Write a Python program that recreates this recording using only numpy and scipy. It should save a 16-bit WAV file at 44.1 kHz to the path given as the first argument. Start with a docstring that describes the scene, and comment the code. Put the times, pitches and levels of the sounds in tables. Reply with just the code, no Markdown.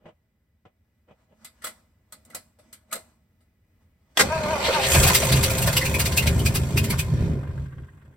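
"""An old carburetted engine heard from just above its open bay, in a workshop: firing pulses drive exhaust,
block and intake, through cranking, a lumpy run and a stall, while noise bursts spit through the carburettor.
Before that a hand bumps, clicks and scrapes at the linkage, as short bursts of filtered noise.
The starter slams in and whines in partials of its tooth pitch; something loose ticks as the engine runs down.
A low rumble lies behind; bay and hall echoes surround it all, picked up by a two-port microphone."""
import sys
import numpy as np
from scipy import signal
from scipy.fft import rfft, irfft
from scipy.io import wavfile
from scipy.ndimage import uniform_filter1d, map_coordinates

SR = 44100
rng = np.random.default_rng(int(sys.argv[2]) if len(sys.argv) > 2 else 0)


def master_out(mix):
    """Clip the mix to full scale and print it as 16-bit PCM to the path in sys.argv[1]."""
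    frames = np.transpose(np.atleast_2d(mix))
    ceiling = np.clip(frames, -1, 1)
    pcm = np.round(ceiling * 32767).astype(np.int16)
    wavfile.write(sys.argv[1], SR, pcm)


N = 359856
TIME = np.arange(N) / SR  # s
HZ = np.fft.rfftfreq(2 * N, 1 / SR)

# Stages of the run [s]: the starter engages, the engine has caught, the fire goes out
CRANK_S, CATCH_S, STALL_S = 4.22, 4.92, 7.24
CRANKING_S = CATCH_S - CRANK_S
# Table levels stand ahead of the echoes and the microphone; colours and modes are relative.


def amp(db):
    """Decibels to gain."""
    return 10 ** (np.asarray(db) / 20)


def unit(x):
    """Scale to rms 1."""
    return x / np.sqrt(np.mean(x ** 2))


def curves(rows):
    """Each column of a table as a line through time."""
    s, *columns = np.transpose(rows)
    return [np.interp(TIME, s, c) for c in columns]


def since(s):
    """Seconds gone by since s; zero before."""
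    return np.maximum(TIME - s, 0)


def ramp(s, length):
    """Rise from 0 to 1 over length seconds, starting at s."""
    return np.minimum(since(s) / length, 1)


def smooth(x, size):
    """Running mean, taken twice."""
    return uniform_filter1d(uniform_filter1d(x, size), size)


def walk(rate):
    """Smooth chance with a spread near 1, redrawn at this rate [Hz]."""
    k = int(SR / rate)
    return 1.3 * smooth(np.repeat(rng.standard_normal(N // k + 1), k), k)[:N]


def steady(x, seconds):
    """Hold the slow level at 1 and keep the quick pulsing."""
    power = np.abs(smooth(x ** 2, int(seconds * SR)))
    return x / np.sqrt(power + 1e-6)


def body(x, colour, modes=()):
    """Causal filter: a broad (Hz, dB) colour carrying (Hz, width Hz, dB) resonances; rms 1."""
    size = 16384
    bins = np.fft.rfftfreq(size, 1 / SR)
    hz, db = np.transpose(colour)
    # Folding the cepstrum gives minimum phase: no sound ahead of the blow
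    cepstrum = irfft(np.log(amp(np.interp(np.log(bins + 1), np.log(hz), db))))
    response = np.exp(rfft(2 * cepstrum[:size // 2], size))
    ring = 1 + sum(amp(d) * 1j * bins * w / (f * f - bins * bins + 1j * bins * w) for f, w, d in modes)
    return unit(signal.oaconvolve(x, irfft(response * ring)[None], axes=-1)[:, :N])


def grit(spread_db):
    """Dense tiny impacts of unequal size, as both ports hear them: alike in the bass, apart in the treble."""
    sizes = amp(spread_db * np.minimum(rng.exponential(size=N), 5))
    mid, side = rng.standard_normal((2, N)) * sizes
    apart = signal.butter(1, 1290, "high", fs=SR, output="sos")  # Hz
    side = signal.sosfilt(apart, side)
    return unit(mid + 0.65 * side * np.array([[1], [-1]]))


def mottle(x, patchy_db, width_hz, seconds):
    """Let resonances come and go by chance, so that the colour keeps shifting."""
    hz, s, cells = signal.stft(x, SR, nperseg=512)
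    chance = rng.standard_normal((300, 600))
    grid = np.meshgrid(hz / width_hz, s / seconds, indexing="ij")
    field = map_coordinates(chance, grid, order=1, mode="wrap")
    return unit(signal.istft(cells * amp(patchy_db * field), SR)[1][:, :N])


def swells(rows, hold):
    """Envelope of (s, dB, lead-in s, fade s) events that swell, hold for a moment and fade."""
    power = np.zeros(N)
    for s, db, lead, fade in rows:
        before = np.maximum(s - TIME, 0) / lead
        after = np.maximum(TIME - s - hold, 0) / fade
        power += amp(db) ** 2 * np.exp(-2 * np.minimum(before + after, 20))
    return np.sqrt(power)


def rasp(envelope, grain, colour, modes=()):
    """A grain that follows an envelope and rings one body."""
    return body(grain * envelope, colour, modes) * np.sqrt(np.mean(envelope ** 2))


def ringing(rows, lead, fade, hold, width_hz):
    """Brief, rough resonances of (s, dB, pitch Hz), each at a slightly wavering pitch of its own."""
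    rows = sorted(rows)
    starts, _, pitches = np.transpose(rows)
    hz = pitches[np.searchsorted(starts[1:] - lead, TIME)]
    turn = 2 * np.pi * np.cumsum(hz * np.exp(.02 * walk(40))) / SR
    roughness = body(grit(0.33), [(width_hz, 0), (4 * width_hz, -24), (5000, -70)])
    return swells([(s, db, lead, fade) for s, db, _ in rows], hold) * roughness * np.sin(turn)


def workshop(x, bay_t60, hall_t60, bay_db, hall_db, scatter_hz):
    """Dense echoes off the bay's panels and a faint hall, even in colour; long waves are scattered little."""
    tails = 0
    for t60, db in [(bay_t60, bay_db), (hall_t60, hall_db)]:
        decay = amp(db - 60 * TIME / t60) * np.sqrt(2 * np.log(1000) / (t60 * SR))
        tails = tails + decay * rng.standard_normal((2, N))
    response = 1 + HZ / np.hypot(HZ, scatter_hz) * rfft(tails, 2 * N)
    tint = np.sqrt(smooth(np.abs(response) ** 2, 8000))
    return irfft(rfft(x, 2 * N) * response / tint)[:, :N]


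def ambience():
    """A low, slowly wavering rumble with a trace of hiss; it swells over the first moments."""
    # Colour of the room at rest: (frequency [Hz], level [dB])
    shop_colour = [(20, -38), (45, -7.5), (80, 3), (140, -9.5), (225, -10.5), (340, -22), (650, -26),
                   (1200, -34), (1950, -27.5), (3000, -38), (9000, -45.5), (15500, -38.5)]
    rumble = body(grit(0.4), shop_colour, [(660, 36, 5.4)]) * amp(walk(5.7))
    return rumble * amp(-70.25 + 6.5 * ramp(0, 1.37))  # dB, swell over 1.37 s


def loose_part():
    """Once the fire is out something loose ticks unevenly and rustles, weakening overall."""
    # Ticks: (time [s], level before trim [dB])
    tick_rows = [(7.3158, -45), (7.3846, -60), (7.432, -42.5), (7.474, -44), (7.5063, -50), (7.579, -46),
                 (7.6555, -47), (7.7236, -47.5), (7.782, -47.5), (7.834, -52.5), (7.885, -51),
                 (7.9319, -56), (7.9758, -56), (8.0152, -54), (8.0576, -55), (8.1244, -58.5)]
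    # Colour of the part: (frequency [Hz], level [dB])
    tick_colour = [(600, -5), (1100, 4.5), (1450, 13), (1800, 8.5), (2300, -2.5), (3400, -7), (5000, -29),
                   (12000, -23.5)]
    tick_trim_db, rustle_trim_db, rustle_s = -0.5, -15.5, 0.064
    ticks = [(s, db + tick_trim_db, 0.001, 0.0075) for s, db in tick_rows]
    # The part keeps shivering between its ticks
    rustle = [(s, db + rustle_trim_db, rustle_s, rustle_s) for s, db in tick_rows]
    return rasp(swells(ticks + rustle, hold=0.0015), grit(3.2), tick_colour)


def handling():
    """Soft bumps, then scrapes and snaps of the linkage, with fingers rubbing in between."""
    # Dull bumps: (time [s], level before trim [dB], lead-in [s])
    bump_rows = [(0.057, -37.5, 0.0014), (0.087, -42.5, 0.03), (0.6523, -41, 0.00056), (1.088, -47, 0.0062),
                 (1.11, -44.5, 0.0053), (1.322, -53.5, 0.018)]
    # Linkage clicks: (time [s], level before trim [dB], lead-in [s],
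    # hard snap before trim [dB], ring of the casting [dB])
    click_rows = [(1.447, -30.5, 0.00044, -31, -61), (1.621, -35.5, 0.0011, -53, -62),
                  (1.644, -20.5, 0.0034, -21.5, -42.5), (1.669, -25.5, .0023, -26.5, -42),
                  (2.124, -34.5, .0005, -30.5, -58), (2.251, -54, 0.00055, -43.5, -70),
                  (2.302, -44, .0023, -45.5, -55), (2.348, -24, .001, -20.5, -41.5),
                  (2.588, -46.5, .0004, -71, -54.5), (2.729, -34, .00034, -32, -68),
                  (2.914, -32.5, .001, -38, -57), (2.928, -18.5, 0.0031, -16.5, -38.5),
                  (2.955, -27, .0044, -28.5, -39.5), (3.407, -57, .0019, -78, -73)]
    # Squeaks as the lever slides: (time [s], level [dB], pitch [Hz])
    scrape_rows = [(1.619, -48, 1910), (1.646, -34.5, 1316), (2.308, -51, 2085), (2.334, -46, 1450),
                   (2.912, -44, 2246), (2.922, -34.5, 1366)]
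    # Soft rubbing and movement: (time [s], level [dB], lead-in [s], fade [s])
    rub_rows = [(1.2, -69.5, .06, 0.12), (1.42, -61, 0.037, 0.033), (1.68, -55.5, 0.091, .1),
                (2.17, -66.5, 0.08, 0.05), (2.36, -54, 0.063, 0.06), (2.69, -60.5, 0.077, 0.11),
                (2.95, -52.5, 0.049, 0.078), (3.81, -70.5, 0.0089, 0.035), (4.11, -66.5, 0.074, .05)]
    # Colours of bump, click, snap and rub: (frequency [Hz], level [dB])
    bump_colour = [(60, -16), (110, -2), (170, 2), (330, -8.5), (620, 2), (1200, -15.5), (3200, -21),
                   (4000, -35), (8300, -44), (11000, -59)]
    click_colour = [(120, -4), (250, -1), (420, -13.5), (1000, 2), (1500, 5), (2800, -2), (4300, 4),
                    (6000, -8), (8000, 1.5), (11300, 0.5), (15500, -20)]
    snap_colour = [(300, -19.5), (1400, -14), (5500, -7.5), (8200, 2), (15000, -6)]
    rub_colour = [(100, -11), (230, 13), (380, -9), (650, -8.5), (950, -2.5), (2000, -7.5), (3000, -14),
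                  (8000, -16.5), (15000, -30.5)]
    # Resonances of linkage and casting: (frequency [Hz], width [Hz], level [dB])
    click_modes = [(1320, 61, 2), (2065, 100, 3)]
    casting_modes = [(530, 17, 9), (642, 48, 16)]

    bump_shape = swells([(s, db, lead, 0.014) for s, db, lead in bump_rows], hold=0.0033)
    bumps = rasp(bump_shape, grit(1.0), bump_colour)

    friction = mottle(grit(1.88), patchy_db=3.0, width_hz=320, seconds=0.1)
    click_shape = swells([(s, db, lead, 0.018) for s, db, lead, *_ in click_rows], hold=0.0039)
    clicks = rasp(click_shape, friction, click_colour, click_modes)
    snap_shape = swells([(s, db, .001, .002) for s, _, _, db, _ in click_rows], hold=0.0012)
    snaps = rasp(snap_shape, grit(0.83), snap_colour)

    casting_colour = [(60, -8), (200, -4.5), (700, 4.5), (1800, -28.5)]
    casting = steady(body(grit(.5), casting_colour, casting_modes), seconds=.02)
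    casting = casting * swells([(s, db, lead, .024) for s, _, lead, _, db in click_rows], hold=0.0045)

    scrapes = ringing(scrape_rows, lead=.003, fade=0.014, hold=0.0075, width_hz=97)
    rub_shape = swells(rub_rows, hold=0.014) * amp(1.8 * walk(29.53))
    rub = rasp(rub_shape, friction, rub_colour, casting_modes)
    return amp(-4.5) * bumps + amp(-11.5) * clicks + amp(-3.5) * snaps + casting + scrapes + rub


def starter():
    """The solenoid snaps, the pinion slams home and its teeth whine, sagging at each compression."""
    # Labouring whine: (time [s], mesh pitch [Hz], second partial [dB], upper partials [dB])
    starter_rows = [(4.24, 270, -25.5, -36), (4.285, 288.2, -40, -45), (4.325, 319.5, -30.5, -27.5),
                    (4.39, 315.3, -31, -34.5), (4.47, 294, -32, -33), (4.52, 322.4, -23.5, -25),
                    (4.565, 282, -30, -32.5), (4.6, 278.5, -33, -39), (4.68, 315, -37, -28.5),
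                    (4.712, 311, -38, -35.5), (4.76, 308.5, -42, -21), (4.8, 270, -29.5, -35),
                    (4.85, 258.7, -49.5, -48.5)]
    # Upper partials of the whine: (multiple of mesh pitch [-], level [dB])
    mesh_partials = [(3, 0), (4, -8), (5, -10), (7, -15.5), (8, -15)]
    # Solenoid snaps, pinion into ring gear: (time [s], level [dB], lead-in [s], fade [s])
    slam_rows = [(4.1725, -10, 0.00014, 0.0032), (4.198, -8.5, 0.0074, 0.013), (4.209, -10, 0.0034, 0.005)]
    # Colour of the slam: (frequency [Hz], level [dB])
    slam_colour = [(70, -35), (130, -8.5), (300, -4), (500, 3.5), (900, -6), (1500, 0), (2100, 0),
                   (2700, -9), (3500, -7.5), (5500, -8), (8200, -9.5), (12000, -17.5), (15800, -25)]
    # Ring of the solenoid: (time [s], level [dB], pitch [Hz])
    solenoid_ring = (4.173, -9, 3400)
    pinion_teeth, wobble_db = 9, 2.5
    release_s, release_db_s = 4.83, 196  # the pinion drops out
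    spin_up_s = 0.016

    hz, low_db, high_db = curves(starter_rows)
    turn = 2 * np.pi * np.cumsum(hz * (1 + .009 * walk(170))) / SR
    upper = unit(sum(amp(d + 2.5 * walk(40)) * np.sin(k * turn) for k, d in mesh_partials))
    whine = amp(low_db) * unit(np.sin(2 * turn)) + amp(high_db) * upper
    # The teeth bite unevenly, in step with each pinion turn and by chance
    whine = whine * amp(wobble_db * (np.sin(turn / pinion_teeth) + walk(60)))
    whine = whine * amp(-release_db_s * since(release_s)) * ramp(CRANK_S, spin_up_s)
    slam = rasp(swells(slam_rows, hold=0.0013), grit(0.42), slam_colour)
    ping = ringing([solenoid_ring], lead=0.00027, fade=0.0028, hold=0.00074, width_hz=84)
    return whine + slam + ping


def misfires():
    """The carburettor coughs, then spits back; each spit rings its throat at a pitch of its own."""
    # First coughs of mixture while cranking: (time [s], level [dB])
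    cough_rows = [(4.65, -21.5), (4.736, -24.5), (4.838, -22)]
    # Spits through the carburettor: (time before lag [s], level before trim [dB],
    # throat pitch [Hz], throat ring [dB], extra treble [dB])
    spit_rows = [(4.942, -10, 2500, -16.5, -4), (5.031, -8, 2636, -20, 0), (5.0729, -8, 2500, -29, 0),
                 (5.1467, -5, 2694, -20, 0.5), (5.222, -17, 2310, -25.5, -10),
                 (5.2444, -25.5, 2530, -38, 6.5), (5.288, -15.5, 2977, -32, -15),
                 (5.322, -10.5, 2605, -22, -3.5), (5.3627, -15, 2615, -30, -5),
                 (5.433, -8.5, 2540, -35, -3.5), (5.502, -20.5, 2304, -29, 1.5), (5.579, -21, 2412, -34, 3),
                 (5.6211, -20.5, 2765, -27, 5.5), (5.67, -15.5, 2280, -43, 1), (5.727, -19, 4390, -32, -2),
                 (5.767, -7.5, 2760, -24, -4), (5.812, -22.5, 2008, -22.5, -1.5),
                 (5.853, -15, 2500, -21.5, -2.5), (5.9434, -19.5, 2385, -19, -1),
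                 (5.996, -9, 2830, -40, -3), (6.0551, -15.5, 2350, -24.5, -1),
                 (6.1205, -21, 4470, -35, -6.5), (6.173, -12, 2700, -16.5, 3),
                 (6.2244, -25, 2012, -31, 0.5), (6.2695, -12.5, 2282, -24, -6),
                 (6.3914, -29, 3040, -36.5, 3.5), (6.459, -13, 2483, -24, -1),
                 (6.551, -12.5, 2600, -42, -1.5), (6.7733, -12.5, 2500, -23, -3),
                 (6.8394, -20.5, 2410, -40, -2.5), (6.9032, -21, 2226, -29, 3),
                 (6.9885, -17, 2524, -26.5, -1.5)]
    # Colour of the jet: (frequency [Hz], level [dB])
    spit_colour = [(500, -14.5), (1500, -2.5), (2500, 1), (3500, 0.5), (4400, 2.5), (6500, -0.5),
                   (8500, 0.5), (12000, 0.5), (15500, -3.5)]
    lead, fade = 0.0054, 0.012  # s
    gas = mottle(grit(4.2), patchy_db=2.5, width_hz=702, seconds=0.02)

    cough_shape = swells([(s, db, .019, 0.033) for s, db in cough_rows], hold=0.0051)
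    cough_colour = [(900, -22.5), (2400, 4.5), (4300, -0.5), (6500, -12.0), (8500, -13.5), (15000, -26.0)]
    coughs = rasp(cough_shape, gas, cough_colour)

    blast = swells([(s + 0.0028, db, lead, fade) for s, db, *_ in spit_rows], hold=0.0053)
    sizzle_rows = [(s + 0.0013, db + bright, lead, fade) for s, db, _, _, bright in spit_rows]
    sizzle = swells(sizzle_rows, hold=0.0019)
    jet = body(gas, spit_colour)
    low = signal.sosfiltfilt(signal.butter(2, 5490, fs=SR, output="sos"), jet)  # the sizzle lies above
    spits = amp(-4.5) * (blast * low + sizzle * (jet - low))

    throat_rows = [(s + 0.002, ring, hz) for s, _, hz, ring, _ in spit_rows]
    throat = ringing(throat_rows, lead=0.0026, fade=0.012, hold=0.0082, width_hz=125)
    return coughs + spits + throat


def flare():
    """The surge on catching: 1 until then, soon spent."""
    return np.exp(-(since(CATCH_S) / .3) ** 2)


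def stages(first_db, last_db, firing_db, flare_db, starve_db_s, out_s, drop_db, coast_db_s):
    """Gain that builds while cranking, flares on catching, sinks as fuel runs short and drops as the engine dies."""
    rise_s, die_s = 0.13, 0.29
    cranking = first_db + (last_db - first_db) * ramp(CRANK_S, CRANKING_S)
    firing = firing_db + flare_db * flare() - starve_db_s * (since(CATCH_S) - since(out_s))
    caught = ramp(CATCH_S - rise_s, rise_s)
    dying = drop_db * ramp(out_s, die_s) + coast_db_s * since(out_s)
    return amp(cranking + caught * (firing - cranking) - dying)


def speed():
    """Firings a second: the crank gathers pace, overshoots, holds and coasts down."""
    crank_hz, running_hz, flare_hz = 26.87, 55.2, 6
    coast_hz_per_s = 23
    gain_hz = running_hz + flare_hz * flare() - crank_hz
    return crank_hz + ramp(CRANK_S, CRANKING_S) * gain_hz - coast_hz_per_s * since(STALL_S)


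def firings(jitter, scatter_db):
    """Uneven cylinder pulses, and the share of each firing period gone by."""
    # Strength in firing order, one column: (level [dB])
    cylinder_db = [-4.5, -5, -3, -7.5, -2.5, -14, -6, -2.5]
    count = np.cumsum(speed() * np.exp(jitter * walk(70))) / SR
    at = np.flatnonzero(np.diff(np.floor(count)))
    pulses = np.zeros(N)
    pulses[at] = amp(np.resize(cylinder_db, len(at)) + scatter_db * rng.standard_normal(len(at)))
    return pulses, count % 1


def tappets(pulses):
    """The valve gear gives a small hard tick with each firing."""
    # Colour of the ticks: (frequency [Hz], level [dB])
    tappet_colour = [(900, -23.5), (2000, -3), (3200, -4), (4800, -5.5), (7000, -4), (15000, -14.5)]
    # Resonances of the valve gear: (frequency [Hz], width [Hz], level [dB])
    tappet_modes = [(2530, 59, 6.97), (3347, 63, 13)]
    fade_s = 0.0023
    envelope = signal.lfilter([1], [1, -np.exp(-1 / (fade_s * SR))], pulses + 1e-9)
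    return body(grit(2.3) * envelope, tappet_colour, tappet_modes) * amp(-6)


def exhaust(gas):
    """Pulses of gas boom and bark in the pipe, whose own note joins the boom as they weaken."""
    # Exhaust: (time [s], boom before trim [dB], bark before trim [dB])
    exhaust_rows = [(4.24, -32, -29), (4.36, -32, -40), (4.45, -35.5, -33), (4.88, -35.5, -43),
                    (4.98, -18, -29.5), (5.2, -25.5, -30.5), (5.31, -21.5, -30), (5.59, -28.5, -34.5),
                    (5.65, -22, -32.5), (5.93, -27, -33), (6.08, -20.5, -28), (6.81, -22, -29.5),
                    (6.91, -27.5, -29), (6.96, -19, -32.5), (7.35, -23, -29), (7.46, -29, -39.5),
                    (7.53, -28, -41.5), (7.78, -39.5, -52), (8.15, -51, -58.5)]
    # Colours of boom and bark: (frequency [Hz], level [dB])
    boom_colour = [(18, -38.5), (35, -9.5), (50, -19.5), (70, -4), (110, -7), (145, -3.5), (180, -10),
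                   (300, -26.5), (900, -70.5), (4000, -110)]
    bark_colour = [(60, -22.5), (130, -8.5), (200, 6.5), (245, 0.5), (290, -2.5), (340, -7), (400, -6),
                   (470, -15.5), (650, -17), (950, -33.5), (3000, -58), (9000, -100)]
    # Resonances of the pipe: (frequency [Hz], width [Hz], level [dB])
    pipe_modes = [(76.5, 13, -1), (99, 23, -4.5), (131.4, 5.5, 4)]
    boom_trim_db, bark_trim_db = 0.03, 0.9
    lump_db, lump_hz = 3, 18  # the exhaust chugs unevenly

    boom_db, bark_db = curves(exhaust_rows)
    hz, width, _ = pipe_modes[-1]
    note = unit(signal.lfilter(*signal.iirpeak(hz, hz / width, fs=SR), gas))
    boom = body(gas, boom_colour, pipe_modes) + amp(-7) * ramp(6.71, 0.3) * note
    boom = steady(boom, seconds=.1) * amp(boom_trim_db + boom_db)
    bark = steady(body(gas, bark_colour), seconds=.057) * amp(bark_trim_db + bark_db)
    return (boom + bark) * amp(lump_db * walk(lump_hz))


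def soften(x):
    """As the engine dies, the clatter loses its hard edge."""
    dull = signal.sosfiltfilt(signal.butter(1, 2150, fs=SR, output="sos"), x)
    return dull + (x - dull) * amp(-53.5 * ramp(7.265, 0.093))


def block(shake):
    """The shaken block clatters, its panels drone at wavering pitches, and heavy knocks ring out."""
    # Heavy knocks: (time [s], level [dB], lead-in [s], ring [dB], ring pitch [Hz])
    knock_rows = [(4.685, -24.5, .03, -19, 522), (4.955, -16, .01, -34, 640.4),
                  (5.1, -19.5, 0.11, -20, 991), (5.23, -31, 0.0046, -22, 660),
                  (5.675, -24.5, .003, -25, 608), (6.27, -31.5, 0.08, -33, 620),
                  (6.93, -31, 0.039, -39, 562.3)]
    # Clatter through the stages: (first turn [dB], last turn [dB], firing [dB], flare [dB],
    # starving [dB/s], gives out [s], drop [dB], coasting [dB/s])
    clatter_level = (-33.5, -23.5, -26, -1.5, 8, 7.5, 17, 1)
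    # Colour of the block: (frequency [Hz], level [dB])
    block_colour = [(150, -6.5), (350, -5.5), (650, 4), (800, -3), (1100, -4), (1600, -3.5), (2600, -7),
                    (3300, -12.5), (6000, -16), (15000, -34.5)]
    # Resonances of block, covers and fan shroud, then low panels: (frequency [Hz], width [Hz], level [dB])
    block_modes = [(914, 48, 3), (1040, 36, 0.5), (1402, 46, 1), (1610, 10, 3.5), (2162, 36, 4.5),
                   (4340, 100, 6)]
    drone_modes = [(396, 17, 27), (527, 13.8, 30.5), (660, 15, 28.5)]
    knock_fade_s = 0.016

    knocks = swells([(s, db, lead, knock_fade_s) for s, db, lead, *_ in knock_rows], hold=.008)
    ring_rows = [(s, db, hz) for s, _, _, db, hz in knock_rows]
    rings = ringing(ring_rows, lead=0.0037, fade=knock_fade_s, hold=.008, width_hz=52)
    level = stages(*clatter_level)
    clatter = steady(body(shake, block_colour, block_modes), seconds=0.02) * np.hypot(level, knocks)

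    # Reading the panels at an uneven pace makes their pitch waver
    place = np.arange(N) + np.cumsum(.016 * walk(10))
    panels = body(shake, [(200, -20), (380, 0), (700, 0), (1500, -32)], drone_modes)
    wavering = np.array([map_coordinates(p, [place], order=1, mode="mirror") for p in panels])
    drone = steady(wavering, seconds=0.054) * level * ramp(CRANK_S, CRANKING_S)
    drone = drone * amp(-3 - 9 * since(6.24))  # fades as the engine weakens
    return soften(clatter) + rings + drone


def engine():
    """Firings thud in the exhaust, shake the block and gulp air through the carburettor."""
    # Intake air through the stages: (first turn [dB], last turn [dB], firing [dB], flare [dB],
    # starving [dB/s], gives out [s], drop [dB], coasting [dB/s])
    air_level = (-54, -36.5, -26.5, 5.5, 10, 7, 14.5, 14)
    # Colour of the rushing air: (frequency [Hz], level [dB])
    air_colour = [(900, -11), (1700, -0.5), (2500, -2.5), (3600, -9), (4500, -14.5), (6500, -1),
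                  (8500, -0.5), (12000, -6.5), (15500, -11)]
    pulses, phase = firings(jitter=.035, scatter_db=2.5)
    stroke = np.exp(-phase / .5)  # dies away through each firing period
    gas = unit(pulses) + amp(6.0) * unit((0.46 + stroke) * grit(.85))
    rattle = mottle(grit(4.77), patchy_db=4.0, width_hz=191.3, seconds=.03)
    rush = mottle(grit(4.6), patchy_db=3.5, width_hz=356, seconds=.034)
    intake = amp(-1.5) * body(rush * (.45 + stroke), air_colour)
    air = (intake + tappets(pulses)) * stages(*air_level)
    turning = ramp(CRANK_S - .02, .03)
    return turning * (exhaust(gas) + block(rattle * (0.66 + stroke)) + air)


def scene():
    """Everything sounds in the engine bay, each part by its own path."""
    parts = [ambience() + handling(), loose_part() + starter(), misfires(), engine()]
    return sum(workshop(x, bay_t60=0.067, hall_t60=0.41, bay_db=5, hall_db=-14.0, scatter_hz=1854)
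               for x in parts)


def record(dry):
    """In the treble each microphone channel subtracts the other port, delayed; peaks are rounded, the top is cut."""
    ports = rfft(dry, 2 * N)
    port_lag_s = .000306  # time sound takes across the port spacing
    cross = np.interp(HZ, [6000, 7800], [0, .97])
    other = np.exp(-2j * np.pi * HZ * port_lag_s) * ports[::-1]
    wide = (ports - cross * other) / np.hypot(1, cross)
    rounded = np.tanh(irfft(wide)[:, :N])
    top_cut = signal.ellip(10, .2, 80, 15850, fs=SR, output="sos")  # Hz
    return signal.sosfilt(top_cut, rounded)


dry = scene()
out = record(dry)
master_out(out)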